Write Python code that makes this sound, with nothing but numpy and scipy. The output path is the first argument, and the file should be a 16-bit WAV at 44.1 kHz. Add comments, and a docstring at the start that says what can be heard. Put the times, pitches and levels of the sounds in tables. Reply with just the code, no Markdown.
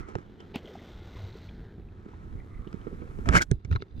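"""A lump of bait hits a calm sea off a rocky shore: an impact slap, a cavity's gulp, then falling spray.
Drops trap bubbles that ring as small resonators. A sleeve excites the case of a body-worn camera by
stick-slip friction and gear knocks against it; the case shakes the two microphones against each other.
Behind this, wavelets lap and foam among the rocks and light wind buffets the microphone ports.
For a second after the splash the sound is nearly mono."""
import sys
import numpy as np
from scipy import signal
from scipy.fft import rfft, irfft
from scipy.io import wavfile
from scipy.ndimage import uniform_filter1d, map_coordinates

SR = 44100
rng = np.random.default_rng(int(sys.argv[2]) if len(sys.argv) > 2 else 0)


def wav_out(sig):
    """Save sig, one row per channel (or a flat mono array), as 16-bit PCM at SR to the path in sys.argv[1]."""
    wavfile.write(sys.argv[1], SR, np.round(np.clip(np.atleast_2d(sig).T, -1, 1) * 32767).astype(np.int16))


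N = 176400

# impact spectrum: f/Hz, relative level/dB
SLAP_SPECTRUM = [(100, -3), (300, 10), (800, 7), (1400, -18), (2200, -0.5), (3000, 0), (4700, -12.5),
                 (6500, -31), (9000, -46), (10600, -69), (12600, -45), (15500, -50)]
ENTRY_S, SLAP_S = .540, .5585


def slap():
    """Water impact: the bait cuts the surface, then slaps it with a short pressure pulse."""
    entry = (1 - burst(ENTRY_S, decay_s=.008)) * burst(ENTRY_S, decay_s=.018)
    force = undb(-32) * entry + undb(-29.5) * burst(SLAP_S, decay_s=.0025)
    return colour(rng.standard_normal(N), SLAP_SPECTRUM) * force


def gulp():
    """Cavity resonance: the air pocket opened by the bait gives a heavily damped, sagging tone."""
    return undb(-24.5) * blip(SLAP_S, hz=258, cycles=.48, glide=-.11)


# spectrum of the falling spray: f/Hz, relative level/dB
SPRAY_SPECTRUM = [(150, -1), (350, 11), (750, 4), (1100, 0.5), (2200, -5.5), (3500, -5.5), (4200, -11),
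                  (6000, -14.5), (8500, -27), (10500, -42.5), (13000, -22), (15500, -35)]
# its resonances: f/Hz, bandwidth/Hz, relative level/dB
SPRAY_MODES = [(1440, 89, -15.5), (2076, 270, -12)]
# envelope of the spray and its fizz: t/s, level/dB
SPRAY_LEVEL = [(.53, -71), (.565, -46), (.61, -61.5), (.67, -55.5), (.8, -56), (1.0, -57), (1.2, -54),
               (1.45, -57.5), (1.6, -69.5), (1.9, -103)]


def spray(mist_db=-8, flicker_db=.8):
    """Shot noise: droplets land at random and their impacts add up to a patter."""
    impacts = grains(per_s=800, spread_db=1) + undb(mist_db) * rng.standard_normal(N)
    patter = colour(impacts, SPRAY_SPECTRUM)
    for hz, width_hz, db in SPRAY_MODES:
        patter += undb(db) * ring(grains(per_s=220, spread_db=2.5), hz, width_hz)
    return patter * undb(curve(SPRAY_LEVEL) + flicker_db * walk(per_s=45))


def fizz(rise_per_s=.36):
    """Pitch varies inversely with radius: ever smaller bubbles burst, so the fizz rises for a second."""
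    bubbles = ring(grains(per_s=280, spread_db=2.5), hz=3100, width_hz=600)
    pitch_ratio = 1 + rise_per_s * np.minimum(since(SLAP_S), 1)
    rising = map_coordinates(bubbles, [np.cumsum(pitch_ratio)], mode="mirror")
    return rising * undb(curve(SPRAY_LEVEL) - 11)


# single drops and their bubbles: t/s, f/Hz, level/dB
DROPS = [(.648, 377, -39.5), (.657, 3260, -49), (.674, 3070, -47), (.676, 613, -44), (.753, 730, -39),
         (.79, 1960, -50), (.813, 620, -49), (1.019, 326, -43), (1.168, 1000, -50.5), (1.354, 387, -39),
         (1.488, 2340, -50), (1.491, 3300, -51), (1.815, 2560, -66), (1.887, 2480, -60.5),
         (2.134, 935, -49), (2.674, 2920, -48), (2.814, 3050, -55)]


def drops(spatter_db=-10.5):
    """Bubble resonance: each drop spatters and traps air that rings briefly, rising in pitch."""
    out = np.zeros(N)
    for t, hz, db in DROPS:
        spatter = burst(t, decay_s=.0068) * ring(rng.standard_normal(N), hz, width_hz=.37 * hz)
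        bubble = blip(t, hz, cycles=3.14 * np.sqrt(hz / 3000), glide=.032)
        out += undb(db) * (undb(spatter_db) * spatter + bubble)
    return out


# broad response of the case: f/Hz, relative level/dB
CASE_SPECTRUM = [(60, -10.5), (200, -2), (450, -1), (750, -2), (1100, 4.5), (1600, -1), (2300, -3.5),
                 (2800, -11), (4000, -18), (5700, -15.5), (7200, -17), (9000, -23), (12000, -34),
                 (15500, -37)]
# its modes: f/Hz, time to fall 60 dB/s, relative level/dB
CASE_MODES = [(1300, 0.025, 5), (1564, 0.031, -13), (2120, 0.036, -1), (3130, 0.075, -35),
              (4020, 0.011, -18)]
# paths to the microphones: f/Hz, left minus right/dB, left phase lead/rad
CASE_PATHS = [(60, -0.5, 0.25), (307, -21, 4.5), (700, -1.5, 2.54), (1550, 0, 2.527), (2500, 0, 2.08),
              (3980, -2, 0.97), (5500, -13, 2.7), (8000, -5.5, 1.8), (12000, 5.5, 2.1)]


def case_response():
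    """Structure-borne sound: the case's modes reach each microphone with a different gain and phase."""
    modes = sum(undb(db) * resonance(hz, np.log(1000) / np.pi / t60) for hz, t60, db in CASE_MODES)
    body = response(CASE_SPECTRUM) + modes * tilt(-7.5)
    balance_db, lead = across(CASE_PATHS, col=1), across(CASE_PATHS, col=2)
    both = body * np.array([undb(balance_db / 2) * np.exp(1j * lead), undb(-balance_db / 2)])
    return both / np.sqrt(np.mean(abs(both) ** 2))


# light rubbing of the sleeve: t/s, level/dB
RUSTLE_LEVEL = [(0, -38.5), (.06, -53), (.095, -41), (.13, -50), (.2, -49), (.3, -64.5), (.38, -66),
                (.41, -50), (.48, -59), (.9, -55), (1.7, -67), (2.1, -51), (2.55, -56.5), (2.8, -50.5),
                (3.05, -49.5), (3.25, -49), (3.47, -65.5), (4, -63)]


def rustle(case):
    """Stick-slip friction: cloth drives the case with many tiny slips."""
    slips = grains(per_s=3000, spread_db=2.74)
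    return unit(filtered(slips, case * tilt(-4))) * undb(curve(RUSTLE_LEVEL))


# hard stroke of the sleeve: t/s, rasp level/dB, hiss level/dB, rumble level/dB
SCRAPE_LEVELS = [(3.254, -75, -90, -69), (3.258, -29, -57, -39), (3.268, -39, -58, -32.5),
                 (3.285, -32, -63, -22.5), (3.305, -42, -63.5, -33), (3.33, -23.5, -46.5, -27.5),
                 (3.364, -14.5, -28, -20), (3.38, -19, -28.5, -21.5), (3.399, -37.5, -54, -41),
                 (3.41, -34, -48, -32), (3.421, -29, -27.5, -43), (3.434, -49, -44, -49),
                 (3.456, -70, -85, -57)]
# shaking of the mount: f/Hz, relative level/dB
RUMBLE_SPECTRUM = [(20, -22.5), (70, 7), (160, 2), (260, -3.5), (420, -15.5), (650, -12.5), (2000, -64.5)]


def scrape(case, crossover_hz=2940, shared_power=.56):
    """Stick-slip under load: one hard scrape rasps and hisses on the case and shakes the mount."""
    slips = grains(per_s=2500, spread_db=3.74)
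    fibres = np.sqrt(shared_power) * slips + np.sqrt(1 - shared_power) * rng.standard_normal((2, N))
    lowpass = 1 / (1 + (freqs() / crossover_hz) ** 8)
    rasp = unit(filtered(slips, case * lowpass)) * undb(curve(SCRAPE_LEVELS, col=1))
    hiss = unit(filtered(fibres, case * (1 - lowpass))) * undb(curve(SCRAPE_LEVELS, col=2))
    shaking = rng.standard_normal(N) + rng.standard_normal((2, N))
    rumble = colour(shaking, RUMBLE_SPECTRUM) * pan(-11) * undb(curve(SCRAPE_LEVELS, col=3))
    in_contact = (since(SCRAPE_LEVELS[0][0]) > 0) * (since(SCRAPE_LEVELS[-1][0]) == 0)
    return in_contact * (rasp + hiss + rumble)


# contacts with the case: t/s; click gain/dB, tilt/(dB per octave), decay/s, cutoff/Hz;
# thump level/dB, f/Hz; mount ring relative to thump/dB; left minus right of thump and ring/dB
KNOCKS = [(.087, -61.5, 8, 0.0067, 10000, -40.5, 415, -5, -16),
          (0.1538, -20, -5.5, 0.0019, 10100, -28, 128, -19, -14.5),
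          (0.158, -43, -6, 0.0033, 9000, -32, 220, 0, -16),
          (.184, -37.5, -3.5, 0.0037, 9000, -37, 148, -14, -11),
          (0.404, -36.5, -3, 0.0022, 9000, -52, 203, -20, -7),
          (1.782, -46.5, -8, 0.004, 6000, -38, 172, -7, 1),
          (2.06, -50, -8, .003, 6000, -29.5, 236, -13, -4),
          (2.35, -70, -19, .003, 6000, -29.5, 131, -45, 3),
          (2.670, -48.5, -12, .004, 6000, -38, 224, -9.5, -20),
          (2.728, -37.5, 0, 0.0023, 7000, -61, 200, -14, -12),
          (2.741, -42, -3.5, 0.0036, 7000, -29.5, 206, -12.5, -21.5),
          (2.869, -39, -9.5, 0.0085, 5000, -33, 228, -6.5, -10),
          (2.927, -49, -5, 0.0063, 5001, -33.5, 224, -6, -17),
          (3.019, -42.5, -8.5, 0.0092, 5000, -39, 200, -17, 1),
          (3.188, -42, -3, .004, 6000, -28, 220, -10.5, 8.5),
          (3.289, -11, -0.5, .0015, 9200, -14.5, 69, -18, -15),
          (3.514, -20, 4.5, .0008, 9400, -14, 148.6, -13.5, -18),
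          (3.648, -38, 1, .005, 5900, -29, 111, -21, -12),
          (3.713, -27.5, -2, 0.0027, 5500, -12.5, 87.5, -30.5, -3),
          (3.726, -31.5, 1.5, 0.006, 4800, -37, 121.8, -12, -11),
          (3.752, -33.5, 1, 0.0023, 4943, -18, 110, -18, 2.5),
          (3.7602, -23, -1.5, 0.0027, 4250, -46, 110, -19.5, -15.5),
          (3.804, -38, -2, .001, 4500, -38, 200, -9, -0.5),
          (3.8224, -20.5, -1, 0.0011, 4800, -35, 150, -2, 0.5)]


def knocks(case, mount_hz=414, mount_peak_s=.0034, left_lag_s=.0015):
    """Impulse excitation: a contact clicks through the case, duller when soft, and rocks the mount."""
    out = np.zeros((2, N))
    for t, click_db, tilt_db, decay_s, cutoff_hz, thump_db, hz, mount_db, pan_db in KNOCKS:
        contact = rng.standard_normal(N) * burst(t, decay_s)
        softness = 1 / np.sqrt(1 + (freqs() / cutoff_hz) ** 8)
        out += undb(click_db) * filtered(contact, case * tilt(tilt_db) * softness)
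        thump = np.array([blip(t + lag, hz, cycles=.5, glide=-.18) for lag in (left_lag_s, 0)])
        mount = undb(mount_db) * blip(t, mount_hz, cycles=mount_hz * mount_peak_s, glide=-.1)
        out += undb(thump_db) * pan(pan_db) * (thump + mount)
    return out


# creaks of the case: t/s, f/Hz, half length/s, level/dB
CREAKS = [(3.293, 1310, 0.0047, -20.5), (3.346, 1570, 0.014, -25), (3.365, 1570, 0.011, -16.5),
          (3.361, 2950, 0.0061, -29.5), (3.381, 2100, 0.011, -21), (3.416, 1510, 0.0095, -21),
          (3.419, 2220, 0.0057, -26.5), (3.516, 1586, 0.00305, -30.5), (3.765, 1100, 0.0037, -37),
          (3.763, 3950, 0.0027, -43)]


def creaks(case):
    """Friction-driven resonance: cloth or gear catches briefly and the case creaks on one pitch."""
    paths = case / np.sqrt(np.mean(abs(case) ** 2, axis=0))  # keeps only balance and phase
    creaking = np.zeros(N)
    for t, hz, half_s, db in CREAKS:
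        slips = grains(per_s=2000, spread_db=1)
        creaking += undb(db) * swell(t, half_s) * ring(slips, hz, width_hz=220)
    return filtered(creaking, paths)


# modes of the loose gear: f/Hz, bandwidth/Hz, relative level/dB
GEAR_MODES = [(2730, 260, 1.5), (3650, 350, 5), (3920, 260, 2), (4740, 300, -1.5), (5984, 110, -10)]
# envelope of its rattle: t/s, level/dB
GEAR_LEVEL = [(3.45, -110), (3.53, -70.5), (3.68, -84.5), (3.73, -56), (3.79, -77.5), (3.823, -52),
              (3.85, -87), (3.91, -71), (3.94, -83.5), (3.98, -64.5)]


def gear():
    """Modal ringing: small collisions make loose fishing gear rattle faintly around the last knocks."""
    chatter = np.array([grains(per_s=400, spread_db=4) for _ in range(2)])
    ringing = sum(undb(db) * ring(chatter, hz, width_hz) for hz, width_hz, db in GEAR_MODES)
    return unit(ringing) * undb(curve(GEAR_LEVEL))


# spectrum of the wind on the ports: f/Hz, relative level/dB
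WIND_SPECTRUM = [(15, -12), (35, -3), (55, -3), (90, -8), (140, -15.5), (250, -21), (500, -40), (2000, -75)]
# envelope of the gusts: t/s, relative level/dB
WIND_LEVEL = [(0.0, -24), (.03, -37.5), (0.11, -46), (0.14, -39.5), (0.37, -60), (1.2, -46), (2.18, -44),
              (2.23, -36), (2.48, -48.5), (2.61, -33), (2.64, -45.5), (3.24, -35), (3.3, -22), (3.48, -50),
              (3.52, -23), (3.62, -58.5), (3.72, -26), (3.87, -55), (4.0, -32.5)]


def wind(gain_db=-2.5, buffet_db=3, shared_power=.44):
    """Turbulence: eddies press on the two microphone ports, partly in common."""
    shared = np.sqrt(shared_power) * rng.standard_normal(N)
    local = np.sqrt(1 - shared_power) * rng.standard_normal((2, N))
    level_db = curve(WIND_LEVEL) + gain_db + buffet_db * walk(per_s=12)
    return colour(shared + local, WIND_SPECTRUM) * undb(level_db) * pan(-7)


# spectrum of the sea wash: f/Hz, relative level/dB
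SEA_SPECTRUM = [(40, -15.5), (100, -3.5), (200, -2), (400, -8), (600, -19), (1000, -24.5), (2000, -28),
                (2800, -37.5), (4000, -33.5), (6000, -51.5), (10000, -58.5), (15500, -58.5)]
# its envelope: t/s, level/dB
SEA_LEVEL = [(0, -59), (.5, -48), (1.1, -55), (1.65, -48), (1.85, -54.5), (2.2, -54), (3.2, -53.5),
             (3.5, -63), (4, -57)]


def sea(flicker_db=1, side_db=-9):
    """Modulated noise: wavelets wash and trickle among the rocks, each octave varying on its own."""
    water = rng.standard_normal(N) + grains(per_s=460, spread_db=3)
    wash = np.zeros(N)
    for hz in np.geomspace(50, 12800, num=9):
        octave = filtered(water, abs(resonance(hz, hz / 2)) ** 2)
        wash += octave * undb(flicker_db * walk(per_s=14))
    side = undb(side_db) * colour(rng.standard_normal(N), SEA_SPECTRUM) * np.array([[1], [-1]])
    return (colour(wash, SEA_SPECTRUM) + side) * undb(curve(SEA_LEVEL))


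# short pitched gurgles of water: t/s, f/Hz, half length/s, level/dB
GURGLES = [(0.032, 1300, 0.067, -58.5), (0.017, 2000, .04, -63), (.41, 3100, 0.014, -61),
           (0.574, 220, 0.013, -46), (0.69, 485, 0.041, -53.5), (1.683, 1670, 0.033, -66.5),
           (2.3, 330, 0.021, -58), (2.365, 1060, 0.0055, -61.5), (2.4, 2050, .018, -63),
           (2.555, 2040, .045, -64.5), (2.62, 1190, 0.11, -63), (2.92, 425, 0.021, -52.5),
           (3.043, 482, .04, -53.5)]


def gurgles():
    """Damped resonance: water from the splash and from lapping wavelets gives short pitched gurgles."""
    out = np.zeros(N)
    for t, hz, half_s, db in GURGLES:
        trickle = grains(per_s=900, spread_db=2)
        out += undb(db) * swell(t, half_s) * ring(trickle, hz, width_hz=.16 * hz)
    return out


# envelope of the foam: t/s, level/dB
FOAM_LEVEL = [(1.9, -100), (2.3, -85), (3.08, -80.5), (3.18, -74), (3.45, -78.5), (3.55, -100)]


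def foam():
    """Shot noise: dense tiny pops merge into a hiss as a foaming wavelet climbs the rocks."""
    pops = grains(per_s=4000, spread_db=3) + rng.standard_normal((2, N))
    return ring(pops, hz=7300, width_hz=7000) * undb(curve(FOAM_LEVEL))


# envelope of the drone: t/s, level/dB
DRONE_LEVEL = [(0, -64), (.7, -59), (1.25, -45), (1.6, -52.5), (2.1, -51.5), (4, -60.5)]


def drone():
    """Narrow-band noise: a low drone swells and fades."""
    return ring(rng.standard_normal(N), hz=94, width_hz=26) * undb(curve(DRONE_LEVEL))


def undb(db):
    """Amplitude ratio of a level."""
    return 10 ** (np.asarray(db) / 20)


def unit(x):
    """Normalisation to rms 1."""
    return x / np.sqrt(np.mean(x ** 2))


def pan(db):
    """Channel gains for a level difference, left minus right."""
    return undb(np.array([[db], [-db]]) / 2)


def curve(rows, col=1):
    """Linear interpolation of a time table at every sample."""
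    rows = np.array(rows)
    return np.interp(np.arange(N) / SR, rows[:, 0], rows[:, col])


def freqs():
    """Bin frequencies in Hz, at least 1."""
    return np.maximum(np.arange(N // 2 + 1) * SR / N, 1)


def across(rows, col=1):
    """Log-frequency interpolation of a table at every bin."""
    rows = np.array(rows)
    return np.interp(np.log(freqs()), np.log(rows[:, 0]), rows[:, col])


def response(rows):
    """Minimum-phase response of a spectrum table, by folding the cepstrum."""
    cepstrum = irfft(np.log(undb(across(rows))), N)
    cepstrum[1:N // 2] *= 2
    cepstrum[N // 2 + 1:] = 0
    return np.exp(rfft(cepstrum))


def filtered(x, gain):
    """Convolution as a product of spectra."""
    return irfft(rfft(x) * gain, N)


def colour(x, rows):
    """Spectral shaping by a table, to rms 1."""
    return unit(filtered(x, response(rows)))


def resonance(hz, width_hz):
    """Second-order band-pass response, gain 1 at the centre."""
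    return 1 / (1 + 1j * (freqs() ** 2 - hz ** 2) / (freqs() * width_hz))


def ring(x, hz, width_hz):
    """Forced response of two like resonators in cascade, to rms 1."""
    return unit(filtered(x, resonance(hz, width_hz) ** 2))


def tilt(db_per_octave, pivot_hz=1500):
    """Spectral slope starting two octaves below the pivot."""
    return undb(db_per_octave * np.log2(np.maximum(freqs() / pivot_hz, .25)))


def walk(per_s):
    """Slow random fluctuation of rms 1."""
    hold = int(SR / per_s)
    steps = np.repeat(rng.standard_normal(N // hold + 1), hold)
    return unit(uniform_filter1d(steps, hold)[:N])


def grains(per_s, spread_db):
    """Random impulse train of rms 1, a few impulses much larger than the rest."""
    hits = rng.random(N) < per_s / SR
    signs = rng.choice([-1, 1], N)
    sizes_db = spread_db * np.minimum(rng.exponential(size=N), np.log(100))
    return unit(hits * signs * undb(sizes_db))


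def since(start):
    """Seconds since an onset, zero before it."""
    return np.maximum(np.arange(N) / SR - start, 0)


def burst(start, decay_s):
    """Step onset with exponential decay."""
    t = since(start)
    return (t > 0) * np.exp(-np.minimum(t / decay_s, 20))


def swell(centre, half_s):
    """Bell-shaped envelope with standard deviation half_s."""
    return np.exp(-.5 * np.minimum(((np.arange(N) / SR - centre) / half_s) ** 2, 60))


def blip(start, hz, cycles, glide):
    """Damped oscillation that peaks after `cycles` periods; its pitch shifts by the fraction `glide`."""
    age = np.minimum(since(start) * hz / cycles, 20)
    phase = cycles * (age + glide * (age - 2 + 2 * np.exp(-age / 2)))
    return age * np.exp(1 - age) * np.sin(2 * np.pi * phase)


def scene():
    """Superposition of water, air and handling sounds."""
    water = sea() + gurgles() + foam()
    splash = slap() + gulp() + spray() + fizz() + drops()
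    air = wind() + drone()
    case = case_response()
    handling = rustle(case) + scrape(case) + creaks(case) + knocks(case) + gear()
    return splash + handling + air + water


# stereo width: t/s, side gain/1
STEREO_WIDTH = [(.4, 0.71), (.6, 0.19), (.85, 0.0097), (1.75, 0.0077), (1.79, 0.26), (2.3, 0.67)]


def record(dry, cutoff_hz=15800):
    """Mid-side scaling narrows the image, most after the splash; a steep low-pass cuts the top."""
    mid = (dry[0] + dry[1]) / 2
    side = (dry[0] - dry[1]) / 2 * curve(STEREO_WIDTH)
    lowpass = signal.ellip(10, .2, 80, cutoff_hz, fs=SR, output="sos")
    return signal.sosfilt(lowpass, np.array([mid + side, mid - side]))


dry = scene()
out = record(dry)
wav_out(out)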